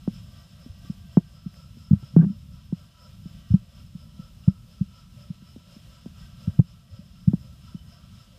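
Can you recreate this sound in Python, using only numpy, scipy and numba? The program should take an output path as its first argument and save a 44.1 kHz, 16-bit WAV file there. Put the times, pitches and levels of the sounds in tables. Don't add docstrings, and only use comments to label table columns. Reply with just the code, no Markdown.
import sys
import numpy as np
from scipy import signal
from scipy.fft import rfft, irfft
from scipy.io import wavfile
from scipy.ndimage import uniform_filter1d, minimum_filter1d
from numba import njit

SR = 44100
rng = np.random.default_rng(int(sys.argv[2]) if len(sys.argv) > 2 else 0)


def makeup_ratio(level_db):
    decades = np.asarray(level_db, float) / 20
    return 10 ** decades


def dump_mix(stems):
    frames = np.atleast_2d(stems).T
    limited = np.clip(frames, -1, 1)
    pcm = np.round(limited * 32767).astype(np.int16)
    wavfile.write(sys.argv[1], SR, pcm)


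N = 369657


def unit(x):
    return x / np.sqrt(np.mean(x ** 2))


def walk(rate_hz):
    hold = int(SR / rate_hz)
    levels = np.repeat(rng.standard_normal(N // hold + 1), hold)
    return 1.47 * uniform_filter1d(uniform_filter1d(levels, hold), hold)[:N]


def coloured(points):
    hz, db = np.transpose(points)
    f = np.maximum(np.fft.rfftfreq(N, 1 / SR), 1)
    db = np.interp(np.log(f), np.log(hz), db)
    db = db - 40 * np.maximum(np.log10(hz[0] / f), 0)
    return irfft(rfft(rng.standard_normal(N)) * makeup_ratio(db) * np.sqrt(SR / 2), N)


def rings(modes):
    out = 0
    for hz, width, db in modes:
        b, a = signal.iirpeak(hz, hz / width, SR)
        once = signal.lfilter(b, a, rng.standard_normal(N))
        out = out + makeup_ratio(db) * unit(signal.lfilter(b, a, once))
    return out


def curves(table):
    s, *columns = np.transpose(table)
    return [np.interp(np.arange(N) / SR, s, c) for c in columns]


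def add(out, s, sound):
    i = int(s * SR)
    out[i:i + len(sound)] += sound[:N - i]


def water():
    # pitch_hz [Hz], level_db [dB per Hz]
    rumble_colour = [(20, -21.5), (40, -2.5), (70, 1.5), (120, -0.5), (180, -2), (225, -9), (265, -22.5),
                     (320, -29), (450, -48)]
    # peak_s [s, centre of the swell], rise_db [dB over the calm], half_length_s
    # [s]
    surges = [
        (0.0, 4.5, .22),
        (1.03, 4, .22),
        (2.25, 6.5, .5),
        (3.43, 4, .3),
        (4.3, 2.5, .2),
        (6.48, 5, .2),
        (7.22, 4.5, .3),
        (7.99, .8, .15),
    ]
    t = np.arange(N) / SR
    surge = sum(db * np.exp(-((t - s) / half) ** 2) for s, db, half in surges)
    calm_db = -48.5
    return unit(coloured(rumble_colour)) * makeup_ratio(calm_db + surge + 2.3 * walk(14))


def motor():
    # start_s [s], level_db [dB], load on the shaft [0-1]
    whirr_path = [(0.0, -63, .1), (0.51, -61.5, .05), (1.28, -64, .05), (1.96, -62, .9), (2.29, -64, .9),
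                  (3.36, -63.5, .3), (3.73, -64, .35), (4.57, -65.5, .8), (5.55, -63, .75),
                  (5.9, -63.5, .95), (6.4, -61.5, .65), (6.67, -64, .4), (7.82, -62.5, .6), (8.38, -63, .7)]
    # pitch_hz [Hz], level_db [dB per Hz]
    whirr_colour = [(300, -35), (476, -23), (650, -22.5), (850, -14.5), (1100, -7.5), (1460, -12.5),
                    (2060, -12.5), (2400, -9), (2720, -3), (3300, -2.5), (4450, -8.5), (5800, -12),
                    (8000, -16), (15300, -26)]
    # pitch_hz [Hz], width_hz [Hz], level_db [dB]
    hull_modes = [(526, 36, -15.5), (593, 57, -12.5)]
    shaft_modes = [(988, 31, -20.5), (1322, 90, -11.5)]
    strut_modes = [(684, 54, -15), (1168, 54, -16.5), (1566.5, 71, -16.5), (1919, 54, -21.5)]
    gear_modes = [(3063, 99, -16.5), (4996, 200, -9.5), (5250, 59, -8), (5290, 490, -9), (7460, 200, -20),
                  (12400, 400, -23.5)]

    db, load = curves(whirr_path)
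    shaft_db = -2 + 10 * load
    strut_db = 5 - 7.5 * load
    throb_hz, sag_hz_per_s, peak_s = 4.105, .0255, 4.738
    t = np.arange(N) / SR - peak_s
    angle = 2 * np.pi * t * (throb_hz - sag_hz_per_s * t / 2) + .2 * walk(2)
    turn = np.cos(angle) + 0.28 * np.cos(2 * angle + 0.57)
    db = db + 0.69 * walk(18)
    broad = unit(coloured(whirr_colour)) * makeup_ratio(1.5 * turn + .8 * walk(12))
    gears = rings(gear_modes) * makeup_ratio(3.4 * turn + 1.2 * walk(20))
    hull = rings(hull_modes) * makeup_ratio(0.3 + 3.1 * turn + 3.9 * walk(11))
    shaft = rings(shaft_modes) * makeup_ratio(shaft_db + 3.2 * turn + 2.6 * walk(16))
    strut = rings(strut_modes) * makeup_ratio(strut_db + 1.6 * turn + 2.4 * walk(11))
    return makeup_ratio(db) * (broad + gears + hull + shaft + strut)


def circuit():
    # pitch_hz [Hz], level_db [dB per Hz]
    hiss_colour = [(300, -100), (2000, -112), (6000, -111), (9500, -112), (11000, -116), (12500, -113),
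                   (15300, -118)]
    # pitch_hz [Hz], level_db [dB]
    clock_tones = [(3002, -80), (4000, -84), (6000, -88), (10000, -95)]
    t = np.arange(N) / SR
    hiss = coloured(hiss_colour) * makeup_ratio(1.2 * walk(14))
    tones = sum(makeup_ratio(db + 4 * walk(7)) * np.sin(2 * np.pi * hz * t) for hz, db in clock_tones)

    blip_hz, blip_s = 14000, .093
    beat = (t / blip_s).astype(int)
    sounding = (rng.random(beat[-1] + 1) < .65)[beat]
    gate = sounding * np.exp(-((t / blip_s % 1 - .5) / .12) ** 2)
    blip_level = makeup_ratio(-70 - .8 * t) * (.07 + gate * np.where(t < 4.5, 1, .4))
    return hiss + tones + blip_level * np.sin(2 * np.pi * blip_hz * t)


def blows():
    # start_s [s], peak_db [dB], shell_hz [Hz],
    # push_hardness_hz [Hz], crack_db [dB over the thump]
    rap_rows = [
        (0.0764, -16.5, 190, 640, -12),
        (0.8953, -20.5, 199, 261, -27),
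        (1.171, -3.3, 179, 595, -12),
        (1.9078, -3.5, 225, 190, -34),
        (2.7246, -15, 175, 520, -23),
        (6.058, -33, 219, 320, -8),
        (6.4725, -12, 210, 132, -32),
        (7.3338, -11, 182, 520, -18),
        (5.5595, -44, 230, 300, -1),
    ]
    # start_s [s], peak_db [dB], shell_hz [Hz], push_hardness_hz [Hz]
    tap_rows = [
        (1.459, -21.5, 183, 310),
        (3.255, -26.4, 172, 380),
        (3.501, -12.5, 143, 154),
        (3.9473, -26.5, 184, 240),
        (4.1906, -28.5, 182, 297),
        (5.2993, -22.5, 190, 208),
        (6.9872, -30.5, 208, 242),
        (7.7443, -24.5, 185, 358),
    ]
    pat_rows = [
        (0.659, -34.5, 242, 326),
        (0.843, -39, 227, 141),
        (1.7658, -37.5, 230, 227),
        (2.0207, -30, 135, 130),
        (5.4194, -39.5, 201, 301),
        (5.7635, -39.5, 207, 583),
    ]
    thump_rows = [
        (1.9262, -1.7, 200, 133),
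        (3.5359, -1.8, 193, 182),
        (4.4743, -1.5, 191.4, 131),
        (4.807, -10.5, 196, 158),
        (6.601, -10.5, 175, 135),
        (7.2729, -2, 192.7, 136),
        (7.2946, -21, 215, 240),
    ]
    nudge_rows = [
        (0.69, -31.5, 100, 50),
        (1.9517, -28, 101, 84),
        (3.1803, -36, 99, 239),
        (6.91, -36, 100, 97),
        (6.9214, -33, 118, 71),
        (2.1357, -29, 136, 272),
    ]
    shove_rows = [
        (3.5105, -10.5, 136, 128),
        (6.4829, -21.5, 100, 168),
        (7.309, -26, 103, 307),
    ]
    # start_s [s], peak_db [dB], shell_hz [Hz], push_hardness_hz [Hz], crack_db [dB]
    slam_row = (2.1639, 0.7, 162.7, 700, -22)
    # start_s [s], peak_db [dB], shell_hz [Hz]
    bounce_rows = [
        (2.186, -10, 188),
        (2.1916, -5, 165),
        (2.2152, -13.9, 225),
        (2.2301, -9.5, 190),
        (2.2603, -11.5, 198),
        (2.2863, -25, 185),
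        (2.297, -17.5, 205),
        (2.3244, -29.5, 208),
    ]
    padded_crack_db, loose_q = -42, 9
    rows = [(*row, 3.2) for row in rap_rows]
    rows += [(*row, -18, 4.6) for row in pat_rows]
    rows += [(*slam_row, loose_q)]
    rows += [(*row, 260, padded_crack_db, loose_q) for row in bounce_rows]
    for kind, q in [(tap_rows, 3.3), (thump_rows, 5.9), (nudge_rows, 4.6), (shove_rows, 1.2)]:
        rows += [(*row, padded_crack_db, q) for row in kind]
    return rows


def thump(hz, q, push_hz, crack_db, noise, size=4096):
    f = 1j * np.fft.rfftfreq(size, 1 / SR)
    low, s = f / 127, f / hz
    walls = (low ** 2 / (1 + low / .84 + low ** 2)) ** 2
    shell = walls * s / q / (1 + s / q + s ** 2)
    body = -irfft(shell / (1 + f / push_hz) ** 8, size)

    contact = makeup_ratio(-34) * noise * np.exp(-np.arange(size) / (0.012 * SR))
    contact[0] = 1
    edge = f / 330 / (1 + f / 330) / (1 + f / (380 + 1.75 * push_hz)) ** 5
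    crack = irfft(shell * edge * rfft(contact), size)
    late = int(SR * max(1.1 / push_hz - .002, 0))
    return body / np.abs(body).max() + makeup_ratio(crack_db) * np.roll(crack, late) / crack[:90].max()


def knocks():
    # start_s [s], peak_db [dB], shell_hz [Hz], push_hardness_hz [Hz]
    pull_row = (6.5875, 1.2, 166, 135)
    out, rows = np.zeros(N), blows()
    last, *noises = rng.standard_normal((len(rows) + 1, 4096))
    for (s, db, hz, push_hz, crack_db, q), noise in zip(rows, noises):
        add(out, s, makeup_ratio(db) * thump(hz, q, push_hz, crack_db, noise))
    s, db, hz, push_hz = pull_row
    add(out, s, -makeup_ratio(db) * thump(hz, 4.6, push_hz, -42, last))

    t = np.arange(N) / SR - 2.166
    fade = (t > 0) * np.clip((.088 - t) / .008, 0, 1)
    rattle = fade * makeup_ratio(-70 * t.clip(0) + 3.36 * walk(90))
    buzz = unit(coloured([(300, 10.5), (700, -9), (1200, -15), (1650, -17), (2000, -29),
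                          (3300, -31), (6000, -55)]))
    return out + makeup_ratio(-33) * rattle * buzz


def ticks():
    # start_s [s], peak_db [dB]
    tick_rows = [
        (0.85, -51),
        (1.095, -45),
        (1.5424, -36),
        (1.561, -39),
        (1.5993, -50),
        (2.9833, -44),
        (4.4403, -40),
        (5.914, -45),
        (6.4, -47),
    ]
    out = np.zeros(N)
    fade = np.exp(-np.arange(256) / 50)
    for s, db in tick_rows:
        noise = rng.standard_normal(256)
        soft = uniform_filter1d(uniform_filter1d(noise, size=5), size=4)
        add(out, s, makeup_ratio(db - 5) * soft * fade)
    return out


def bubbles():
    bubble_rows = [
        (2.024, 900, -0.092, 0.016, -56),
        (2.204, 1493, .12, 0.025, -47),
        (4.430, 2750, 0.04, .025, -59.5),
        (6.467, 1300, 0.016, .016, -55),
        (7.728, 3040, -.01, .14, -60.5),
        (6.19, 1545, .01, 0.11, -65),
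    ]
    out = np.zeros(N)
    for s, hz, glide, length, db in bubble_rows:
        t = np.arange(int(length * SR)) / SR
        tone = np.sin(2 * np.pi * hz * t * (1 + glide * t / length / 2))
        add(out, s, makeup_ratio(db) * np.hanning(len(t)) * tone)
    return out * makeup_ratio(4 * walk(120))


def scene():
    return (water() + motor() + circuit() + knocks() + ticks() + bubbles())[None]


@njit
def recover(want, rise):
    g, out = 1., np.empty(len(want))
    for i in range(len(want)):
        g = min(want[i], g + (1 - g) * rise)
        out[i] = g
    return out


def band_limit(x):
    return signal.sosfilt(signal.butter(12, 15320, fs=SR, output="sos"), x)


def record(dry):
    ceiling_db, release_s, top_hz = -3.1, 0.8, 15400
    want = np.minimum(makeup_ratio(ceiling_db) / (np.abs(dry[0]) + 1e-9), 1)
    want = minimum_filter1d(want, size=49)
    gain = uniform_filter1d(recover(want, 1 / (release_s * SR)), size=13)
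    lowpass = signal.ellip(11, .1, 60, top_hz, fs=SR, output="sos")
    held = signal.sosfilt(lowpass, dry * gain)
    return band_limit(held)


dry = scene()
out = record(dry)
dump_mix(out)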